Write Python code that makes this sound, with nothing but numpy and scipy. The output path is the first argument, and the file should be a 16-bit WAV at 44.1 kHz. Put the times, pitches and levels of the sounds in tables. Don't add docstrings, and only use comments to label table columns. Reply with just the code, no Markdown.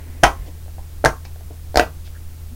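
import sys
import numpy as np
from scipy import signal
from scipy.fft import rfft, irfft
from scipy.io import wavfile

SR = 44100
rng = np.random.default_rng(int(sys.argv[2]) if len(sys.argv) > 2 else 0)


def generate_wav(signal):
    frames = np.transpose(np.atleast_2d(signal))
    scaled = np.clip(frames, -1, 1) * 32767
    pcm = np.round(scaled).astype(np.int16)
    wavfile.write(sys.argv[1], SR, pcm)


N = 112454

# (frequency [Hz], relative level [dB])
HISS_SPECTRUM = [(10, 6.5), (25, 0.5), (50, 3), (80, -8.5), (125, -9.5), (165, -11), (205, -22), (320, -21),
                 (550, -28.5), (780, -29), (1000, -32), (2750, -35.5), (8000, -36), (15500, -34.5)]
# (time [s], level [dB])
WASH_ENVELOPE = [(0, -48.5), (.2, -51.5), (.45, -49.5), (.7, -72), (2.55, -87.5)]
# (frequency [Hz], relative level [dB])
WASH_SPECTRUM = [(100, -5.5), (260, 1.5), (450, -4), (800, -10), (1200, -17), (2000, -9.5), (3500, -26.5),
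                 (12000, -53)]
# (time [s], duration [s], level [dB], centre frequency [Hz], width [octaves])
RUBS = [(.04, 0.16, -46, 258, 0.076), (.45, 0.072, -46, 560, 0.43), (.45, 0.084, -47.5, 310, 0.16),
        (.445, 0.058, -52, 3000, 1), (1.242, .028, -47.5, 4700, .3), (1.243, 0.029, -49.5, 2480, 0.073),
        (1.247, 0.031, -51.5, 950, 0.16), (1.499, 0.026, -41, 400, .3), (2.035, 0.065, -49.5, 3300, .6),
        (2.135, 0.054, -50.5, 1596, .22), (2.497, 0.082, -41.5, 235, 0.073)]
# (frequency [Hz], T60 [s])
ROOM_T60 = [(100, 0.36), (400, 0.18), (700, 0.1648), (1150, 0.22), (2000, 0.15), (5000, 0.17),
            (14000, 0.25)]
# (frequency [Hz], relative level [dB])
ROOM_SPECTRUM = [(100, 0), (290, -8), (430, -3), (700, -4), (1050, 7), (1600, -8), (2100, -1.5), (2700, 3),
                 (6000, -2.5), (14000, -1)]
# (time [s], cavity gain [dB], shell gain [dB], crack gain [dB], crack peak [Hz], pitch from grip [ratio])
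POP_BLOWS = [(.2320, -9, -22, -26, 10600, 0.88), (.2354, 8.5, 3.5, -3.5, 2870, 1.094),
             (.2385, -5, -2.5, -14, 9000, 1.09), (.2410, -23.5, 2.5, -8.5, 5850, 0.94),
             (1.0420, -2.5, -14, -33, 12000, 0.889), (1.0487, -4, -13.5, -10.5, 9500, 1.21),
             (1.0578, -4.5, 2, -12.5, 6400, 1.014), (1.0622, -8.5, -5, -18, 5000, 1.055),
             (1.7442, -16.5, -37, -36, 4600, 0.94), (1.7578, -5, -12, -16.5, 4530, 1.03),
             (1.7722, 2.5, -10, -5, 4400, .98), (1.7960, 2.5, 1, -7.5, 2900, 0.98)]
HANDLING_TICKS = [(.661, -40.5, -54.5, -68, 3000, 0.81), (.681, -37, -46, -65, 3000, 1.),
                  (.783, -30.5, -52, -64, 7000, 1.06), (.791, -36.5, -51, -66, 7000, 1.2),
                  (1.252, -35, -40, -35.5, 4970, 1.12), (1.360, -38, -47, -75.5, 3000, 1.),
                  (1.409, -38, -49, -66, 3000, 1.), (1.509, -33, -54, -68, 3000, 0.94),
                  (2.076, -45.5, -44.5, -54, 5500, 1.)]
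# (frequency [Hz], relative level [dB])
CRACK_SPECTRUM = [(200, -12.5), (1000, -4), (2200, 10), (3400, 3), (4500, 3.5), (6400, 3), (7400, -2),
                  (9200, -5.5), (12500, -11), (15000, -13), (16000, -15.5)]
# (frequency [Hz], relative level [dB], T60 [s])
CAVITY_MODES = [(349, -18.5, 0.065), (499, -15, 0.077), (651.6, -7.5, 0.058), (736.6, -3, 0.041),
                (875, -14, 0.024)]
# (frequency [Hz], relative level [dB], T60 [s])
SHELL_MODES = [(1307, -21, .025), (1502, -5.5, .025), (1595, -2.5, 0.025), (1721, -10, 0.036),
               (1850, -13.5, 0.023), (2624, -25, .03)]
# (time [s], sway level [dB], sway frequency [Hz], panel level [dB])
DESK_THUMPS = [(.2325, -12, 50.5, -15.5), (0.397, -21, 47.7, -35.5), (1.054, -18, 53, -12),
               (1.765, -14.5, 58.8, -23)]
# (frequency [Hz], relative level [dB], T60 [s])
ROOM_MODES = [(348, -24.5, 0.16), (432, -31, 0.23), (468, -30, .17), (544.6, -28.5, .17), (624, -19.5, .13),
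              (672.5, -24, 0.14), (751, -18, .15), (905, -20, 0.13), (973, -37.5, 0.1), (1066, -25, .26),
              (1295, -22, 0.18), (1532, -34, 0.11), (1673, -33, 0.12), (1955, -33, 0.19)]
# (time [s], gain [dB], tilt [dB/octave])
ROOM_EXCITATIONS = [(.239, 5.5, 2), (1.054, 1.5, -3.5), (1.775, -2.5, 8.5), (1.797, -2, -1.5)]

RING_TIME = np.arange(SR // 2) / SR


def amp(db):
    return 10 ** (np.asarray(db) / 20)


def unit_rms(x):
    return x / np.sqrt(np.mean(x ** 2) + 1e-20)


def curve_at(points, hz):
    frequencies, values = np.transpose(points)
    return np.interp(np.log(hz + 1), np.log(frequencies + 1), values)


def bell(hz, centre_hz, octaves):
    return np.exp(-.5 * (np.log2((hz + 1) / centre_hz) / octaves) ** 2)


def add(mix, start_s, sound):
    part = mix[max(round(start_s * SR), 0):][:len(sound)]
    part += sound[:len(part)]


def noise(spectrum, size):
    hz = np.fft.rfftfreq(size, 1 / SR)
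    phasors = np.exp(2j * np.pi * rng.random(len(hz)))
    return unit_rms(irfft(amp(curve_at(spectrum, hz)) * phasors, size))


def decay(t, t60):
    return np.exp(-np.log(1000) * t / t60)


def ring(modes, pitch=1):
    t = RING_TIME
    return sum(amp(db) * decay(t, t60) * np.sin(2 * np.pi * hz * pitch * t) for hz, db, t60 in modes)


def strike(mix, time_s, response, contact_s):
    t = np.arange(SR // 200) / SR
    force = np.sin(np.pi * np.minimum(t / contact_s, 1)) ** 2
    add(mix, time_s - contact_s / 2, signal.fftconvolve(response, force / force.sum()))


def background(hiss_db=-36.5, hum_db=-36, hum_hz=80.87, waver_rad=0.1):
    t = np.arange(N) / SR
    rates_hz = np.geomspace(.4, 6, 20)
    waver = unit_rms(sum(np.sin(2 * np.pi * (hz * t + rng.random())) / np.sqrt(hz) for hz in rates_hz))
    hum = np.sqrt(2) * amp(hum_db) * np.sin(2 * np.pi * hum_hz * t + waver_rad * waver)
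    wash_db = np.interp(t, *np.transpose(WASH_ENVELOPE))
    wash = amp(wash_db) * noise(WASH_SPECTRUM, N)
    return amp(hiss_db) * noise(HISS_SPECTRUM, N) + hum + wash


def finger_rubs():
    out, hz = np.zeros(N), np.fft.rfftfreq(SR, 1 / SR)
    for start_s, duration_s, db, centre_hz, octaves in RUBS:
        swell = np.hanning(int(duration_s * SR))
        friction = irfft(rfft(rng.standard_normal(SR)) * bell(hz, centre_hz, octaves))
        add(out, start_s, amp(db) * swell * unit_rms(friction[:len(swell)]))
    return out


def room_reflections(direct, gain_db=-7, delay_s=0.005, build_s=0.002, echoes_per_s=4000):
    t = RING_TIME
    echoes = rng.choice([-1., 1.], len(t)) * (rng.random(len(t)) < echoes_per_s / SR)
    hz, frame_s, bands = signal.stft(echoes, SR, nperseg=256)
    bands *= decay(frame_s, curve_at(ROOM_T60, hz)[:, None])
    bands *= amp(curve_at(ROOM_SPECTRUM, hz))[:, None]
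    tail = signal.istft(bands, SR, nperseg=256)[1][:len(t)]
    tail *= np.clip((t - delay_s) / build_s, 0, 1)
    return amp(gain_db) * signal.fftconvolve(direct, tail / np.linalg.norm(tail))[:N]


def toy_impacts(blows, crack_trim_db=-0.5, peak_db=7.5, radiation_hz=300):
    out, size = np.zeros(N), len(RING_TIME)
    hz = np.fft.rfftfreq(size, 1 / SR)
    for time_s, cavity_db, shell_db, crack_db, peak_hz, pitch in blows:
        spectrum_db = curve_at(CRACK_SPECTRUM, hz) + peak_db * bell(hz, peak_hz, octaves=0.19)
        crack = noise(np.c_[hz, spectrum_db], size) * decay(RING_TIME, t60=0.015)
        add(out, time_s, amp(crack_db + crack_trim_db) * crack)
        strike(out, time_s, -amp(cavity_db) * ring(CAVITY_MODES, pitch), contact_s=0.0008)
        strike(out, time_s, -amp(shell_db) * ring(SHELL_MODES, pitch), contact_s=0.00041)
    return signal.sosfilt(signal.butter(2, radiation_hz, "high", fs=SR, output="sos"), out)


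def desk_thumps(sway_t60_s=0.33, panel_hz=132.5, panel_t60_s=0.15):
    out = np.zeros(N)
    for time_s, sway_db, sway_hz, panel_db in DESK_THUMPS:
        boom = ring([(sway_hz, sway_db, sway_t60_s), (panel_hz, panel_db, panel_t60_s)])
        strike(out, time_s, boom, contact_s=0.004)
    return out


def room_resonances(build_s=0.0051, pivot_hz=800):
    out = np.zeros(N)
    build_up = 1 - np.exp(-RING_TIME / build_s)
    for time_s, gain_db, tilt in ROOM_EXCITATIONS:
        modes = [(hz, db + tilt * np.log2(hz / pivot_hz), t60) for hz, db, t60 in ROOM_MODES]
        add(out, time_s, amp(gain_db) * ring(modes) * build_up)
    return out


def scene():
    direct = toy_impacts(POP_BLOWS) + toy_impacts(HANDLING_TICKS) + finger_rubs()
    return (direct + room_reflections(direct) + room_resonances() + desk_thumps() + background())[None]


def record(dry):
    drive_db, hardness, ceiling_db, cutoff_hz = 1, 6, -0.5, 16000
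    driven = dry * amp(drive_db)
    clipped = amp(ceiling_db) * driven / (1 + abs(driven) ** hardness) ** (1 / hardness)
    low_pass = signal.firwin(511, cutoff_hz, window=("kaiser", 9), fs=SR)
    return signal.oaconvolve(clipped, low_pass[None], "same")


dry = scene()
out = record(dry)
generate_wav(out)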